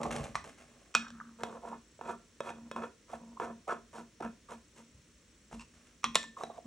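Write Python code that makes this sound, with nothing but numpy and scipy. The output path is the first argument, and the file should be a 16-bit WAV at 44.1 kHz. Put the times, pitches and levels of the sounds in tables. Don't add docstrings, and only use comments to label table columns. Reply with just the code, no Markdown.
import sys
import numpy as np
from scipy import signal
from scipy.fft import rfft, irfft, next_fast_len
from scipy.io import wavfile
from scipy.ndimage import map_coordinates

SR = 44100
rng = np.random.default_rng(int(sys.argv[2]) if len(sys.argv) > 2 else 0)


def store_wav(level_fs):
    pcm = np.round(np.clip(np.atleast_2d(level_fs), -1, 1) * 32767)
    wavfile.write(sys.argv[1], SR, pcm.T.astype(np.int16))


N = 293706
T = np.arange(N) / SR
HALF_S = T[:SR // 2]


# (start [s], length [s], swell [dB], low rasp [dB], high rasp [dB], hiss [dB], jar note [dB])
TWISTS = [(1.383, 0.044, 3, -50, -57, -66.5, -43.5), (1.445, 0.11, 4, -44, -56, -66, -55),
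          (1.615, 0.068, 14, -42, -52, -61.5, -44), (1.712, 0.025, 4, -44, -52, -72, -47.5),
          (2.02, 0.085, 16, -37.5, -44.5, -56, -43.5), (2.42, 0.072, 10, -40, -45, -56, -47.5),
          (2.55, 0.12, -3, -61.5, -72.5, -100, -50), (2.725, 0.042, 2.5, -55, -59, -78, -43),
          (2.76, 0.04, -1, -40, -49.5, -65, -50), (2.815, 0.023, 10, -39.5, -42, -59.5, -68),
          (3.075, 0.062, 16.5, -45, -49.5, -57, -45), (3.19, 0.15, -7.5, -64, -82, -100, -53.5),
          (3.4, 0.046, 3, -38, -42.5, -58.5, -55), (3.47, 0.051, -4, -52.5, -62, -87, -45.5),
          (3.675, 0.046, 2, -36.5, -37, -56, -58), (3.928, 0.064, 2, -45.5, -53.5, -58, -46.5),
          (4.221, 0.031, 2, -42.5, -44.5, -62.5, -37), (4.485, 0.041, 6.5, -45.5, -51.5, -56.5, -45.5),
          (4.75, 0.043, 11, -58, -66, -59.5, -49), (5.516, 0.031, 2, -52.5, -66.5, -59.5, -40.5)]
# (start [s], length [s], swell [dB], rasp [dB], hiss [dB], jar note [dB])
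SETTLE = [(6.369, 0.07, 3, -44, -59, -68), (6.447, 0.03, 2, -60, -68, -82),
          (6.496, 0.018, -4.5, -48, -70.5, -74), (6.533, 0.046, 9, -52, -65, -87),
          (6.638, 0.027, 7.5, -56.5, -79, -29.5)]
# (time [s], level [dB], knock pitch [Hz], tick [dB relative to the level])
CLICKS = [(1.407, -46, 1000, 5), (1.4349, -22, 730, 0), (1.991, -40, 620, -20), (2.012, -24, 933.6, -18.5),
          (2.405, -24, 560, -6), (2.492, -27, 2450, -13), (2.503, -31, 804, -8), (2.714, -32.5, 553.4, 1.5),
          (2.763, -21, 1018, -16), (3.3995, -18, 1000, -19), (3.695, -24.5, 721, -22),
          (3.729, -27.5, 683.7, -21.5), (3.983, -29, 986, -26), (4.206, -31.5, 743, -8.5),
          (4.210, -30, 344, -34), (4.224, -30.5, 789, -9.5), (4.535, -38, 701, -2),
          (5.513, -42, 706.7, -4.5), (5.528, -34, 856, -9), (6.4355, -23, 717, -7.5)]
# (time [s], length [s], pitch [Hz], level [dB])
JUDDERS = [(1.064, 0.011, 1415, -50), (1.2, 0.0056, 1325, -39.5), (1.207, 0.011, 1256, -41),
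           (1.624, 0.054, 700, -43), (1.722, 0.015, 926, -38.5), (2.077, 0.035, 956, -38),
           (2.121, 0.037, 1181, -46.5), (2.834, 0.018, 1330, -41), (3.131, 0.011, 730, -28.5),
           (3.369, 0.01, 997.3, -42), (3.408, 0.01, 954.7, -38), (3.43, 0.039, 675, -43),
           (3.472, 0.0088, 1030, -40), (3.672, 0.017, 757.3, -36), (3.686, 0.044, 1308, -35.5),
           (3.742, .04, 1289, -54.5), (3.959, 0.0067, 766.6, -42.5), (4.202, 0.014, 708, -36),
           (4.485, .01, 1121, -51), (6.366, 0.012, 1062, -40), (6.403, 0.017, 724, -42),
           (6.407, 0.012, 1112, -37), (6.495, 0.017, 704, -41.5), (6.578, 0.014, 703, -39.5)]
# (time [s], level [dB], knock pitch [Hz], snap [dB], glass ring [dB], thump [dB],
# jar note [dB], which lid, which jar); snap, ring, thump and note are relative to the level
DROPS = [(0.942, -40.5, 1400, 4.5, -16, -16, -34, "first", "open"),
         (0.9504, -8, 1426, -1, -26.5, -33, -24.5, "first", "open"),
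         (1.083, -39, 1380, -3.5, -38, -30, -7.5, "first", "open"),
         (1.104, -39.5, 1620, -0.5, -45, -16.5, -9.5, "first", "open"),
         (6.033, -39, 1200, -5, -22, -25, -19, "edge", "capped"),
         (6.042, -12, 1167, -4, -20, -28, -22.5, "edge", "capped"),
         (6.147, -36.5, 2330, 8, -31, -31, -30, "second", "next"),
         (6.1552, -12, 1056, 8, -18.5, -17, -33.5, "second", "next"),
         (6.23, -38.5, 2240, 7, -27.5, -25, -27, "second", "next"),
         (6.24, -36, 1000, 1, -29, -27, -12.5, "second", "next")]
# (start [s], length [s], swell [dB], rattle [dB], jar note [dB])
SKATE = [(1.02, 0.061, 4, -47, -79.5), (1.11, 0.069, 7.5, -53, -53.5), (1.199, 0.013, 0, -52, -49.5),
         (1.235, 0.14, -14.5, -72.5, -62)]
# (start [s], length [s], swell [dB], level [dB])
PICKUP = [(5.587, 0.024, 3.5, -51), (5.613, 0.0062, 3, -53)]
# (start [s], length [s], swell [dB], rumble [dB], scrape [dB])
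SHOVE = [(0, 0.0526, 0.5, -39.5, -53.5), (.055, 0.014, -3, -41, -58), (.106, 0.051, -0.5, -42.5, -44.5),
         (.154, 0.078, -4, -46, -55), (.235, 0.022, 14, -49, -50), (.44, 0.047, -4, -53, -53),
         (.575, 0.067, -5.5, -63.5, -61.5), (.68, 0.234, -1.5, -68, -70), (5.73, 0.18, -0.5, -74, -66)]
# (time [s], thud [dB], clack [dB], crackle [dB])
KNOCKS = [(0.032, -31, -41, -30.5), (0.0548, -27.5, -38.5, -58), (0.108, -56.5, -29.5, -55),
          (0.154, -44, -39, -38), (0.192, -43, -52, -51), (0.240, -49, -64, -34), (0.346, -69, -44, -46),
          (0.3544, -53, -17, -29), (0.442, -57, -43, -44.5)]
# (start [s], length [s], swell [dB], level [dB])
HANDLING = [(0, 0.22, 10, -39.5), (.3, 0.15, 0, -57.5), (4.945, 0.06, -9, -58.5), (5.53, 0.043, -5, -50)]

# (frequency [Hz], width [Hz], level [dB])
THREAD_LOW = [(246.8, 20, -1.5), (332.7, 47, 0), (485, 68, 4.5), (696.6, 42.5, 5), (818, 67, -3),
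              (939, 80, 4.5), (1107, 164, -3.5)]
# (frequency [Hz], width [Hz], level [dB])
THREAD_HIGH = [(1300, 112, 3.5), (1470, 90, 5), (1576, 220, -3.5), (1760, 43, 0.5), (2220, 410, -14.5)]
# (frequency [Hz], width [Hz], level [dB])
THREAD_GLASS = [(1360, 6.1, 8), (1770, 20, -12), (2503, 26, 2.5), (2770, 23, -25), (3310, 29, -4.5)]
# (frequency [Hz], width [Hz], level [dB])
SEATING = [(474, 160, -2.5), (700, 96, 1), (1083, 89, 1), (2600, 55, -34), (3700, 130, -14)]
# (frequency [Hz], width [Hz], level [dB])
SNAP = [(1445, 470, 14.5), (2480, 250, -22), (5340, 170, 2.5)]
# (frequency [Hz], width [Hz], level [dB])
FIRST_LID = [(717, 200, -11.5), (1080, 277, -8.5), (1517, 120, -22), (2593, 28, -10), (3040, 440, -10.5),
             (3740, 230, -8), (4470, 262, -13), (5650, 180, -1.5), (7434, 450, -9.5), (9000, 730, -20)]
# (frequency [Hz], width [Hz], level [dB])
SECOND_LID = [(327, 180, -16), (508, 170, -3), (670, 87, 1), (870, 115, -10), (1160, 77, -17),
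              (1880, 140, -5), (2260, 590, -5), (2560, 90, 3.5), (3430, 310, 1), (3760, 280, 6.5),
              (4350, 390, -3.5), (5520, 620, -5.5), (7140, 630, -2.5), (9300, 3100, -6)]
# (frequency [Hz], width [Hz], level [dB])
LID_EDGE = [(560, 200, -18), (1113, 94, -18), (1770, 510, -6), (2500, 270, 3.5), (3420, 81, -16),
            (3850, 370, -20), (5400, 270, -5.5), (5970, 250, -1)]
# (frequency [Hz], width [Hz], level [dB])
FREE_LID = [(997, 180, -4.5), (2644, 230, -2.5), (4970, 793, -13), (8400, 1500, -15)]
# (frequency [Hz], width [Hz], level [dB])
THUMP = [(170.4, 30, -0.5), (295, 73, -8), (526, 75, -1.5)]
# (frequency [Hz], width [Hz], level [dB])
THUD = [(253, 70, 1), (510, 230, -4.5), (802, 64, 9), (1054, 72, 6.5)]
# (frequency [Hz], width [Hz], level [dB])
COUNTER = [(690, 380, -6), (1169, 195, 4.5), (1650, 220, -6), (1930, 320, -2.5), (2570, 110, -13),
           (3620, 880, -19), (5800, 320, -12.5), (7400, 600, -44.5)]

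# (frequency [Hz], level [dB], t60 [s])
FIRST_JAR = [(1297, -11, 0.35), (1360, -16, .25), (1714, -8.5, 0.34), (2195, -10.5, .2), (2502, 11, 0.12),
             (2783, -10, .18), (3320, -5.5, 0.22), (3750, -7.5, 0.26), (5200, -15, 0.1744),
             (6226, -19, 0.14), (7400, -12.5, 0.12)]
# (frequency [Hz], level [dB], t60 [s])
CAPPED_JAR = [(1040, -3, 0.26), (1405, -17, 0.3), (1710, -9, 0.15), (2535, -3, 0.076), (3327, -8, 0.21),
              (3680, -8, 0.12)]
# (frequency [Hz], level [dB], t60 [s])
TIGHT_JAR = [(1051, -7, 0.26), (1910, -14, 0.29), (2530, -11, 0.19), (3310, -4, 0.16), (5500, -27, 0.14)]
# (frequency [Hz], level [dB], t60 [s])
SECOND_JAR = [(1050, -23, 0.24), (1780, -9, 0.4), (2500, -21, .25), (2870, -5, 0.093), (3338, -15, 0.26),
              (3630, -12, 0.22), (3680, -5.5, 0.16), (4000, -15, 0.16), (4400, -10, .12), (5420, -13, 0.2),
              (7400, -8.5, 0.25)]
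# (frequency [Hz], level [dB], t60 [s])
SEATED_JAR = [(2630, -11, 0.086), (3310, -5, 0.078), (3900, 8.5, 0.074)]

# (time [s], level [dB])
SINGING = [(1.6, -17.5), (2.2, -10), (2.6, -9.5), (3.7, -24), (4.3, -16)]
# (time [s], pitch [Hz])
RIM_PITCH = [(1.1, 1370), (1.21, 1300), (1.26, 1380), (1.32, 1130)]
# (time [s], pitch [Hz])
SEAT_PITCH = [(6.37, 1090), (6.415, 1020), (6.435, 790), (6.5, 720)]

# (frequency [Hz], level [dB per Hz])
HISS = [(1500, -5), (3000, -10.5), (4200, -14.5), (4950, -14.5), (5700, -12), (8000, -10), (10000, -11.5),
        (11000, -3.5), (13000, -55)]
# (frequency [Hz], level [dB per Hz])
CRACK = [(200, -6), (1000, 1), (4000, -5.5), (4950, -12), (5700, -6), (8000, -5.5), (10500, -6),
         (12500, -11), (16000, -27)]
# (frequency [Hz], level [dB per Hz])
CLATTER = [(300, -14), (700, -1.5), (1300, 3.5), (2100, -7), (4000, 3), (5000, -9), (6000, -12),
           (9000, -18.5), (12000, -43)]
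# (frequency [Hz], level [dB per Hz])
ROCK = [(25, -28.5), (55, -4.5), (110, -11.5), (175, 0), (300, -3.5), (450, -61)]
# (frequency [Hz], level [dB per Hz])
SLIDE = [(24, -48), (40, -40), (118, -15.5), (191, -14.5), (242, 0.5), (300, -8), (360, -9.5), (480, -5),
         (851, -6.5), (937, -20.5), (1080, -7.5), (1800, -37), (2340, -54), (3960, -120)]
# (frequency [Hz], level [dB per Hz])
SCRAPE = [(700, -14), (1400, -1.5), (2700, -4), (4000, -13), (4950, -13.5), (5700, -11), (8000, -10),
          (10000, -7.5), (11500, -5.5), (13000, -68)]
# (frequency [Hz], level [dB per Hz])
BUMPS = [(20, -32.5), (35, -14), (50, 4.5), (90, -4), (140, 1), (200, -7), (350, -51.5)]
# (frequency [Hz], level [dB per Hz])
AIR = [(18, -38.5), (30, -13), (49, 3), (124, -6), (237, -3), (600, -12.5), (720, -24), (1050, -17.5),
       (1390, -17), (1870, -15.5), (4930, -19.5), (5730, -15.5), (10700, -23), (11500, -49), (13000, -54),
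       (15500, -24.5), (22000, -120)]

# (frequency [Hz], level [dB])
HUM = [(118, -93), (237, -78.5), (1814, -92)]
# (frequency [Hz], t60 [s])
KITCHEN = [(200, 0.6), (530, 0.256), (1400, 0.22), (3700, 0.31), (9700, 0.24), (12500, 0.039)]
# (frequency [Hz], left minus right [dB])
BALANCE = [(60, -10), (290, 1.5), (640, -3.5), (1410, -1.5), (1900, 1.5), (2500, -3), (3300, 0.5),
           (6820, 0.0), (15000, 0)]
# (frequency [Hz], lead of the left [rad])
LEAD = [(500, 0.5), (1400, 0.43), (2600, 0.5), (3700, 1), (6000, 0), (7500, -0.04), (10000, -2.5),
        (11000, -3), (15000, -3)]

TWIST_FALL, LOOSE_FALL, SHOVE_FALL, BUMP_FALL = 420.5, 802, 265, 171
LOOSE_SLIPS = 600


def amp(db):
    return 10 ** (np.asarray(db) / 20)


def unit(x):
    return x / np.sqrt(np.mean(x ** 2) + 1e-20)


def along(points, hz):
    f, v = np.transpose(points)
    return np.interp(np.log(hz + 1), np.log(f + 1), v)


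def wobble(rate):
    return map_coordinates(rng.standard_normal(int(N * rate / SR) + 4), [T * rate])


def filtered(x, response):
    m = next_fast_len(x.shape[-1] + 8192)
    return irfft(rfft(x, m) * response(np.fft.rfftfreq(m, 1 / SR)), m)[..., :x.shape[-1]]


def coloured(x, spectrum):
    return unit(filtered(x, lambda hz: amp(along(spectrum, hz))))


def noise(spectrum, size=N):
    return coloured(rng.standard_normal(size), spectrum)


def add(track, s, sound):
    part = track[round(s * SR):][:len(sound)]
    part += sound[:len(part)]


def strokes(rows, fall_db_per_s):
    t = T[:SR]
    tracks = np.zeros((len(rows[0]) - 3, N))
    for start, length, swell_db, *levels in rows:
        grip = np.minimum(t / 0.004, 1)
        swell = swell_db * (np.minimum(t / length, 1) - 1)
        fall = fall_db_per_s * np.maximum(t - length, 0)
        shape = grip * amp(swell - fall)
        for track, db in zip(tracks, levels):
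            add(track, start, amp(db) * shape)
    return tracks


def slips(rate, spread_db):
    travel = np.cumsum(np.broadcast_to(rate, N)) / SR
    catches = np.cumsum(rng.uniform(.1, 1.9, 2 * int(travel[-1]) + 20))
    at = np.searchsorted(travel, catches[catches < travel[-1]])
    jerks = np.bincount(at, minlength=N) * rng.choice([-1, 1], N)
    strength = amp(spread_db * np.clip(wobble(260), -2, 2))
    return unit(jerks / np.sqrt(rate) * strength)


def rub(force):
    light, added_when_hard, hard_db = 80, 600, -38
    return slips(rate=light + added_when_hard * force / amp(hard_db), spread_db=3.5)


def struck(resonances):
    body = np.zeros(len(HALF_S))
    for k, (hz, width, db) in enumerate(resonances):
        decay = np.exp(-np.pi * width * HALF_S)
        body += (-1) ** k * amp(db) * width * decay * np.sin(2 * np.pi * hz * HALF_S)
    return body / np.abs(body).max()


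def rasp(jerks, resonances):
    body = struck(resonances)
    return signal.fftconvolve(jerks, body / np.linalg.norm(body))[:N]


def gripped(jerks, resonances):
    turn = np.pi / 4 * (1 + np.tanh(2 * wobble(14)))
    flat, sharp = (np.array(resonances) * [ratio, 1, 1] for ratio in (0.988, 1.012))
    return rasp(np.cos(turn) ** 2 * jerks, flat) + rasp(np.sin(turn) ** 2 * jerks, sharp)


def gliding(jerks, pitch, width_hz):
    t = T[:SR // 10]
    ring = t * np.exp(-np.pi * width_hz * t)
    turn = np.exp(2j * np.pi * np.cumsum(np.interp(T, *np.transpose(pitch))) / SR)
    rung = signal.fftconvolve(jerks / turn, ring / np.linalg.norm(ring))[:N]
    return np.sqrt(2) * np.real(turn * rung)


def knock(hz, cycles):
    onset = 1 - np.exp(-HALF_S / 0.00052)
    return np.sin(2 * np.pi * hz * HALF_S) * amp(-60 * HALF_S * hz / cycles) * onset


def crack(t60):
    return noise(CRACK, size=len(HALF_S)) * amp(-60 * HALF_S / t60)


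def glass(modes):
    ring = np.zeros(len(HALF_S))
    depth, pace = 0.51, 70
    for hz, db, t60 in modes:
        apart = rng.uniform(8, 22)
        waver = map_coordinates(rng.standard_normal(pace + 4), [HALF_S * pace])
        phase = 2 * np.pi * hz * HALF_S + depth * waver
        pair = np.sin(phase) + amp(-10.5) * np.sin(phase + 2 * np.pi * apart * HALF_S)
        ring += amp(db - 60 * HALF_S / t60) * pair
    return ring


def singing_db(s):
    return np.interp(s, *np.transpose(SINGING))


def rubbing_hiss(level):
    return amp(4.0) * level * coloured(slips(rate=7500, spread_db=3), HISS)


def twisting():
    low, high, hiss, _ = strokes(TWISTS, TWIST_FALL)
    jerks = rub(low + high)
    low_rasp = gripped(amp(-3) * low * jerks, THREAD_LOW)
    high_rasp = rasp(amp(-3.0) * high * jerks, THREAD_HIGH)
    singing = rasp(amp(singing_db(T)) * high * jerks, THREAD_GLASS)
    return low_rasp + high_rasp + singing + rubbing_hiss(hiss)


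def settling():
    force, hiss, _ = strokes(SETTLE, LOOSE_FALL)
    chatter = force * slips(rate=LOOSE_SLIPS, spread_db=3.0)
    sinking_ring = gliding(amp(-10) * chatter, SEAT_PITCH, width_hz=170)
    return sinking_ring + rasp(amp(-6) * chatter, SEATING) + rubbing_hiss(hiss)


def clicks():
    track = np.zeros(N)
    body = struck(THREAD_LOW) + amp(-7.0) * struck(THREAD_HIGH)
    for s, db, hz, tick_db in CLICKS:
        modes = CAPPED_JAR if s < 5 else SEATED_JAR if s > 6 else []
        ring = amp(-7 + singing_db(s)) * glass(modes)
        tick = amp(-9.5) * crack(t60=0.016) + amp(-1) * struck(SNAP) + ring
        click = knock(hz, cycles=11.9) + amp(-11.5) * body + amp(tick_db) * tick
        add(track, s, amp(db) * click)
    return track


def judders():
    track = np.zeros(N)
    waver = 0.85 * wobble(520)
    grit = amp(3.2 * wobble(520))
    for s, length, hz, db in JUDDERS:
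        now = (T >= s) & (T < s + length)
        t = T[now] - s
        swell = np.sin(np.pi * t / length)
        track[now] += amp(db) * swell * grit[now] * np.sin(2 * np.pi * hz * t + waver[now])
    return track


def drops():
    lids = {"first": FIRST_LID, "second": SECOND_LID, "edge": LID_EDGE}
    jars = {"open": FIRST_JAR, "capped": TIGHT_JAR, "next": SECOND_JAR}
    track = np.zeros(N)
    for s, db, hz, snap_db, ring_db, thump_db, _, lid, jar in DROPS:
        snap = struck(lids[lid]) + amp(-13) * crack(t60=0.025)
        chatter = coloured(slips(rate=1600, spread_db=-1.0)[:len(HALF_S)], CLATTER)
        buzz = chatter * amp(-22 - 60 * HALF_S / 0.1)
        blow = knock(hz, cycles=17.9) + amp(snap_db) * snap + buzz
        blow += amp(ring_db) * glass(jars[jar]) + amp(thump_db) * struck(THUMP)
        add(track, s, amp(db) * blow)
    return track


def skating():
    force, _ = strokes(SKATE, LOOSE_FALL)
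    jerks = slips(rate=LOOSE_SLIPS, spread_db=5.0)
    return gliding(amp(-3.0) * force * jerks, RIM_PITCH, width_hz=510)


def pickup():
    force, = strokes(PICKUP, LOOSE_FALL)
    return rasp(force * slips(rate=800, spread_db=-4.5), FREE_LID)


def boom():
    drive = strokes(TWISTS, TWIST_FALL)[-1] + strokes(SETTLE, LOOSE_FALL)[-1] + strokes(SKATE, LOOSE_FALL)[-1]
    blow = np.exp(-HALF_S / 0.033)
    for s, db, *_, note_db, lid, jar in DROPS:
        add(drive, s, amp(db + note_db) * blow)
    for s, db, *_ in CLICKS:
        add(drive, s, amp(db - 24.5) * blow)
    keep = np.exp(-1 / (0.016 * SR))
    level = signal.lfilter([(1 - keep) ** 2], np.poly([keep, keep]), drive)
    note = unit(np.sin(2 * np.pi * 230 * T + 0.55 * wobble(20)))
    return level * (amp(-4.5) * note + amp(-14) * noise(ROCK))


def counter():
    rumble, scrape = strokes(SHOVE, SHOVE_FALL)
    track = amp(-2.5) * rumble * coloured(slips(rate=540, spread_db=4), SLIDE)
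    track += amp(-1.5) * scrape * coloured(slips(rate=1200, spread_db=5.0), SCRAPE)
    for s, thud_db, clack_db, crackle_db in KNOCKS:
        crackle = amp(crackle_db) * crack(t60=0.046) / 2
        add(track, s, amp(thud_db) * struck(THUD) + amp(clack_db) * struck(COUNTER) + crackle)
    return track


def radiated(x, corner_hz):
    return filtered(x, lambda hz: (1j * hz) ** 2 / (corner_hz ** 2 - hz ** 2 + 1j * np.sqrt(2) * corner_hz * hz))


def placed(x):
    half = np.array([[1], [-1]]) / 2

    def response(hz):
        share = half * np.clip((hz - 200) / 300, 0, 1)
        return amp(share * along(BALANCE, hz)) * np.exp(1j * share * along(LEAD, hz))
    return filtered(x, response)


def kitchen(x, side_db):
    hz, t, z = signal.stft(rng.standard_normal((2, SR // 2)), SR, nperseg=256)
    decay = amp(-60 * t / along(KITCHEN, hz)[:, None]) * (1 - np.exp(-t / 0.00064))
    tails = signal.istft(z * decay, SR, nperseg=256)[1]
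    mid, side = signal.fftconvolve(x[None], tails / np.linalg.norm(tails[0]), axes=1)[:, :N]
    return np.array([mid + amp(side_db) * side, mid - amp(side_db) * side])


def background():
    hum = sum(amp(db) * unit(np.sin(2 * np.pi * hz * T + 0.67 * wobble(3.7))) for hz, db in HUM)
    pulsing = np.abs(np.sin(np.pi * 30 * T)) ** 10 * amp(3 * wobble(3))
    whine = amp(-76.0) * unit(pulsing * np.sin(2 * np.pi * 7660 * T + wobble(410)))
    bumps = amp(-6.5) * strokes(HANDLING, BUMP_FALL)[0] * noise(BUMPS)
    mid = amp(-64.5) * noise(AIR) + hum + whine + bumps
    side = amp(-69.5) * filtered(noise(AIR), lambda hz: hz / (hz + 500))
    return np.array([mid + side, mid - side])


def scene():
    taps = radiated(drops(), corner_hz=169.3)
    rubs = radiated(twisting() + settling() + clicks() + judders() + skating() + pickup(), corner_hz=110)
    shove = counter()
    room = kitchen(amp(-14.0) * taps + amp(-12.0) * rubs + amp(-8.5) * shove, side_db=-8)
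    return placed(taps + rubs + shove + room) + boom() + background()


def record(dry):
    response = [(20, -22.0), (45, 1.5), (4600, -1.0), (4950, -7.0), (5300, 1.0),
                (10200, -4.5), (11500, -9.5), (15900, -1.5)]
    return filtered(dry, lambda hz: amp(along(response, hz)) * (hz < 15900))


dry = scene()
out = record(dry)
store_wav(out)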